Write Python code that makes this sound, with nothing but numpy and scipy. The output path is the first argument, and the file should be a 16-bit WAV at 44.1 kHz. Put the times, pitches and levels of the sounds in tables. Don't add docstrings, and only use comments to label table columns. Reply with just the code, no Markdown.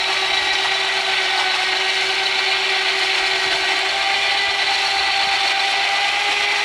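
import sys
import numpy as np
from scipy import signal
from scipy.fft import rfft, irfft
from scipy.io import wavfile
from scipy.ndimage import uniform_filter1d

SR = 44100
rng = np.random.default_rng(int(sys.argv[2]) if len(sys.argv) > 2 else 0)


def transcribe(u):
    v = np.clip(np.atleast_2d(u).T, -1, 1)
    q = np.round(v * 32767).astype(np.int16)
    wavfile.write(sys.argv[1], SR, q)


def level_to_linear(level):
    exponent = np.asarray(level, float) / 20
    return 10 ** exponent


N = 292824

# t/s, tooth rate f/Hz
SPEED = [(0.0, 383.4), (1.0, 384), (1.25, 380.3), (1.5, 374.6), (1.75, 377.9), (2.0, 382), (2.25, 385),
         (2.75, 383), (3.2, 383.3), (3.5, 381), (3.87, 384.4), (3.95, 392), (4.4, 397.9), (4.85, 394.4),
         (5.65, 392.5), (5.85, 396.9), (6.25, 405.3), (6.64, 407)]
TEETH = 48
CREEP = 1.006
MULTIPLES = (1, 2, 3, 4, 5, 6, 8, 9)
FOLLOWS = (1, 2, 3, 4, 5, 5, 5, 5)
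# level over the one it follows/dB, blurred part level/dB, blur width/Hz
WHINE = [(1.4, -46, 33), (0.9, -35, 42), (-1.6, -43.5, 26), (-0.1, -39, 33), (1.54, -33.5, 40),
         (-5, -40, 61), (-5, -37.5, 58), (-10, -43, 73)]
MESH = [-44.5, -36, -42, -41.5, -34]
# f/Hz, width/Hz, lift/dB
MOUNT = [(381, 14.3, 10.5), (395.6, 3.2, 6.5), (407, 6.63, 8), (748, 10, 2), (787.4, 11, 9.5),
         (803, 52, 9.5), (1130, 10, 7.5), (1180, 16, 2), (1205, 33, 8.5), (1494, 20, 3.5), (1525, 28.7, 5),
         (1918, 60, 0.5), (1998, 4.7, 7), (2033, 20, 5)]
# t/s, level change/dB, length/s
EASES = [
    [(0.24, -2.5, 2.6), (6.33, -2.5, 0.63)],
    [(1.6, 4.5, 0.42), (4.2, -2.5, .15), (4.55, -3.5, 1), (5.95, 2.5, 0.33), (6.5, -3.5, .25)],
    [(.3, 8.5, 0.46), (4.6, -3.5, 0.67)],
    [(.6, 0, .5), (1.4, 6.5, 0.45), (6.4, -4, .7)],
    [(2.2, -0.5, 3.3), (4.45, 5, 0.53), (6.4, 0, 0.62)],
]
# throbs a turn, depth/dB, high spot/turns of that throb
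TONE_THROB = [(1, 0, 0.45), (2, -1.5, 0.9), (3, .5, .75)]
WORN = [(.25, .55), (.33, .9)]
WORN_TURNS = .09
# first f/Hz, f gained per tooth rate/(Hz/Hz), drift/(Hz/s), first level/dB, drift/(dB/s)
CHATTER = [(2334, 4.5, 3, -30, -0.18), (3905, .1, 18, -28, -0.84), (4296, -.1, 11, -33, 0.35)]
# width/Hz, bead depth/dB, level offset/dB
BEADS = [(45, 1.5, -6.5), (103, 2, -0.5), (116, 0.5, -1.)]
# throbs a turn, depth/dB, high spot/turns of that throb
CHATTER_THROB = [(1, 2.1, 0.028), (2, 1.9, 1), (3, 3.5, 0.8)]
# t/s, level change/dB, length/s
FLARES = [
    [(.35, 5, .7), (1.5, -2, 0.87), (2.6, 3.5, 0.87), (4.4, 10, 0.69), (6.3, 6, .6)],
    [(0.4, 2.5, 0.66), (1.1, -1, .6), (4.7, 3.5, 0.63)],
    [(.6, -6, .5), (2.45, 3.5, 0.66), (5.0, 4.5, .7), (6.3, -18, 0.54)],
]
# throbs a turn, depth/dB, high spot/turns of that throb
RATTLE_THROB = [(1, 0.51, 0.021), (2, 0.22, 0.97), (3, 0.63, 0.78)]
SPLITS_HZ = (1750, 4560)
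# worn share (0-1), throb factor, flutter/dB, knock spread/dB, share of the grating (0-1)
PARTS = [(0.48, 0.44, 1, 1.1, 0.72), (0.25, 0.38, 1, 1.45, 0.28), (0.11, 0.89, 0.79, 1.33, 0.56)]
# t/s, level over the usual scrape/dB, length/s
GRATES = [(.01, -3.5, 0.024), (.03, -1.5, 0.052), (.47, 1.5, 0.057), (.51, -9, .02), (.54, 3, 0.024),
          (.655, 8.5, 0.03), (1.05, 0, 0.14), (1.4, 6, 0.046), (1.5, -2, 0.048), (1.555, 6, 0.037),
          (3.05, 3, 0.072), (3.18, 4, 0.053), (3.44, 4, 0.06), (3.495, -6, 0.034), (3.54, 4.5, 0.088),
          (3.7, 4, 0.077), (4.5, -2.5, 0.2), (4.73, 1, 0.092), (5.51, 7, 0.02), (5.56, -5, 0.078),
          (6.32, 4, .04), (6.44, 1, 0.072), (6.47, -5, 0.031)]
# f/Hz, level per Hz/dB
RATTLE = [(230, -40.5), (340, -18), (468, -28.5), (515, -19), (800, -7), (990, -13.5), (1500, -12),
          (1800, -13.5), (1950, -6), (3000, -9.5), (4500, -14), (4900, -19.5), (9900, -35), (15230, -66.5)]
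RATTLE_DB = -20.5
# f/Hz, width/Hz, level over the rattle/dB
CASING = [(305, 20, 4), (593, 18, 5), (640, 36, -10), (676, 14, 7.5), (880, 52, 4), (1150, 55, 4),
          (1503, 45, 5), (1592, 22, 5), (2034, 27, 3), (2114, 22, 3), (2156, 22, 5), (2311, 20, 8),
          (2500, 52, 3), (2649, 16, 6), (2750, 120, 2), (2897, 32, 3), (3040, 86, 4), (3526, 66, 7),
          (4440, 90, 3), (5250, 200, 2), (5604, 60, 8), (6710, 100, 2), (7558, 25, 8), (8500, 280, 3),
          (10050, 80, 2), (11000, 50, 4), (12400, 2200, 5), (13150, 200, 3)]
# f/Hz, level per Hz/dB
YARD = [(15, -24), (40, -14), (100, 0), (160, -6.5), (220, -1.5), (300, -4.5), (600, -9)]
YARD_DB = -51.5
# t/s, level over calm/dB, length/s
GUSTS = [
    (.1, 5, 0.27),
    (.36, 11, .2),
    (.55, 11, .14),
    (3.24, 13, 0.13),
    (3.52, 10, .25),
    (4.05, 7, 0.21),
    (4.5, 8.3, 0.73),
    (5.13, 12, .2),
    (6.3, 4.17, .5),
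]
CALM_DB = -65
# t/s, low drone f/Hz, upper drone f/Hz
DRONES = [
    (0, 65.4, 134),
    (2.6, 63.9, 132),
    (5.6, 65.6, 130),
    (5.9, 74.4, 130),
    (6.64, 76, 130),
]
# t/s, level over usual/dB, length/s
SWELLS = [
    (0, 15, 0.13),
    (.42, 11, .18),
    (2.35, 1, .4),
    (3.52, 6, .25),
    (4.1, 11, 0.88),
    (5.01, 17, .15),
    (5.25, 14, 0.28),
    (5.65, -9, .12),
    (6.4, 9, 0.54),
]
LOW_DB, UPPER_DB, UPPER_FADE_DB = -65.5, -55.5, -1.7
# t/s, peak level/dB, f/Hz, length/s
THUMPS = [(.33, -44, 45, .05), (0.42, -39, 80, 0.028), (0.526, -43, 45, .04), (3.232, -50, 50, .04),
          (3.467, -36, 130.6, .022), (3.474, -36.5, 260, 0.023), (3.493, -42, 80, .03),
          (3.553, -32, 130, 0.01), (3.62, -44, 70, .04), (4.487, -42, 84.5, 0.045), (5.0, -42, 89.9, .03),
          (5.273, -34, 190.3, 0.012), (6.299, -37, 308, 0.05), (6.33, -37, 518, 0.06)]
# t/s, peak level/dB, ring f/Hz, t60/s
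TICKS = [
    (.535, -23, 5700, 0.053),
    (1.398, -45, 6500, .03),
    (3.79, -40, 10480, .03),
    (5.711, -42, 10960, .09),
    (6.31, -39, 5430, .04),
]
# f/Hz, level/dB
WHISTLE = [(15090, -97), (15121, -87), (15150, -85), (15170, -97)]


def evened(x):
    return x / np.sqrt(np.mean(abs(x) ** 2) + 1e-20)


def columns(rows):
    s, *values = np.transpose(rows)
    return [np.interp(np.arange(N) / SR, s, v) for v in values]


def bumps(rows):
    t = np.arange(0, N + 64, 64) / SR
    db = sum(db * np.exp(-4 * ((t - s) / length) ** 2) for s, db, length in rows)
    return np.interp(np.arange(N) / SR, t, db)


def wander(width_hz):
    step, lead = 16, 4000
    z = rng.standard_normal((N // step + lead, 2)) @ [1, 1j]
    r = np.exp(-np.pi * width_hz * step / SR)
    smooth = signal.lfilter([1], [1, -2 * r, r * r], z)
    smooth = evened(smooth[lead // 2:])
    return np.interp(np.arange(N) / step, np.arange(len(smooth)), smooth)


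def shaped(x, points, rings=()):
    hz = np.fft.rfftfreq(N, 1 / SR)
    f, db = np.transpose(points)
    gain = level_to_linear(np.interp(np.log(hz + 1), np.log(f + 1), db, -90, -90))
    lift = 1 + sum((level_to_linear(db) ** 2 - 1) / (1 + (2 * (hz - f) / w) ** 2) for f, w, db in rings)
    return evened(irfft(rfft(x) * gain * np.sqrt(np.maximum(lift, 0)), N))


def throb(turns, table, factor=0.75):
    return level_to_linear(factor * sum(db * np.cos(2 * np.pi * (k * turns + spot)) for k, db, spot in table))


def meshing(hz):
    grid = np.arange(300, 2200.)
    lift = 1 + sum((level_to_linear(db) ** 2 - 1) / (1 + (2 * (grid - f) / w) ** 2) ** 2 for f, w, db in MOUNT)
    lift_db = 10 * np.log10(lift)
    return {k: db + np.interp(k * hz, grid, lift_db) + bumps(rows)
            for k, db, rows in zip(MULTIPLES, MESH, EASES)}


def whine(teeth, levels_db):
    turns = CREEP * teeth / TEETH
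    worn = []
    for place, depth in WORN:
        away = (turns - place + .5) % 1 - .5
        worn.append(1 - depth * np.exp(-(away / WORN_TURNS) ** 2))
    out = np.zeros(N)
    for k, leader, (db, blurred_db, blur_hz) in zip(MULTIPLES, FOLLOWS, WHINE):
        steady_power = level_to_linear(levels_db[leader] + db) ** 2 - level_to_linear(blurred_db) ** 2
        contact = np.sqrt(np.maximum(steady_power, 0)) + level_to_linear(blurred_db) * wander(blur_hz)
        if k <= len(WORN):
            wheel = throb(turns, TONE_THROB) * worn[k - 1]
        else:
            wheel = throb(teeth / TEETH, RATTLE_THROB)
        tone = np.exp(2j * np.pi * (k * teeth + rng.random()))
        out += np.sqrt(2) * wheel * (contact * tone).real
    return out


def chatter(teeth, speed):
    t = np.arange(N) / SR
    out = np.zeros(N)
    for band, (width_hz, bead_db, under_db), flares in zip(CHATTER, BEADS, FLARES):
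        first_hz, follow, drift_hz, first_db, drift_db = band
        hz = first_hz + follow * (speed - speed[0]) + drift_hz * t
        beads = throb(teeth / TEETH, CHATTER_THROB) * level_to_linear(bead_db * wander(72).real)
        fuzzy = (wander(width_hz) * np.exp(2j * np.pi * np.cumsum(hz) / SR)).real
        level_db = first_db + drift_db * t + bumps(flares) + under_db
        out += level_to_linear(level_db) * evened(beads * fuzzy)
    return out


def panels(x, patchy_db=2.5):
    z = signal.stft(x, nperseg=2048, noverlap=1536)[2]
    patches = rng.standard_normal(z.shape[::-1]).T
    patches = evened(uniform_filter1d(patches, size=48, axis=1))
    patchy = signal.istft(z * level_to_linear(patchy_db * patches), nperseg=2048, noverlap=1536)[1]
    return evened(patchy[:N])


def rattle(teeth):
    marks = rng.standard_normal(TEETH * 128)
    repeat = marks[(teeth * 128).astype(int) % len(marks)]
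    fresh = rng.standard_normal(N)
    scrape_db = bumps(GRATES)
    scrape_db = scrape_db - scrape_db.mean()
    part = np.searchsorted(SPLITS_HZ, np.fft.rfftfreq(N, 1 / SR))
    joined = 0
    for k, (worn, factor, flutter_db, knock_db, share) in enumerate(PARTS):
        surface = np.sqrt(1 - worn) * fresh + np.sqrt(worn) * repeat
        drive = surface * throb(teeth / TEETH, RATTLE_THROB, factor)
        shake_db = flutter_db * wander(16).real + knock_db * wander(190).real + share * scrape_db
        joined = joined + rfft(evened(drive * level_to_linear(shake_db))) * (part == k)
    return level_to_linear(RATTLE_DB) * panels(shaped(irfft(joined, N), RATTLE, CASING))


def wind():
    rumble = shaped(rng.standard_normal(N), [(15, -10), (35, 2), (55, -1), (130, -26)])
    return level_to_linear(CALM_DB + bumps(GUSTS)) * rumble


def traffic():
    low_db = LOW_DB + bumps(SWELLS)
    upper_db = UPPER_DB + UPPER_FADE_DB * np.arange(N) / SR
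    out = np.zeros(N)
    for hz, db in zip(columns(DRONES), (low_db, upper_db)):
        fuzz = 0.94 + 0.24 * wander(17)
        out += level_to_linear(db + 2.5) * (fuzz * np.exp(2j * np.pi * np.cumsum(hz) / SR)).real
    return out


def yard():
    return wind() + traffic() + level_to_linear(YARD_DB) * shaped(rng.standard_normal(N), YARD)


def knocks():
    out = np.zeros(N + SR)
    t = np.arange(SR // 5) / SR
    lag = t - t.mean()
    for s, db, hz, length in THUMPS:
        push = np.exp(-8 * (lag / length) ** 2) * np.sin(2 * np.pi * hz * lag)
        out[round((s - t.mean()) * SR):][:len(t)] += level_to_linear(db) * push
    for s, db, hz, t60 in TICKS:
        band = signal.butter(4, [.72 * hz, 0.97 * hz], "band", fs=SR, output="sos")
        crack = 4.0 * signal.sosfilt(band, rng.standard_normal(len(t)) * level_to_linear(-60 * t / .04))
        ring = np.minimum(t / .001, 1) * level_to_linear(-60 * t / t60) * np.sin(2 * np.pi * hz * t)
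        out[round(s * SR):][:len(t)] += level_to_linear(db) * (ring + crack)
    return out[:N]


def scene():
    hz, = columns(SPEED)
    teeth = np.cumsum(hz + .8 * wander(9).real) / SR
    winch = whine(teeth, meshing(hz)) + chatter(teeth, hz) + rattle(teeth)
    return (winch + yard() + knocks())[None]


def low_pass(x):
    return signal.sosfilt(signal.butter(12, 15640, fs=SR, output="sos"), x)


def record(dry):
    t = np.arange(N) / SR
    whistle = sum(level_to_linear(db) * np.sqrt(2) * np.sin(2 * np.pi * hz * t) for hz, db in WHISTLE)
    return low_pass(dry + whistle)


dry = scene()
out = record(dry)
transcribe(out)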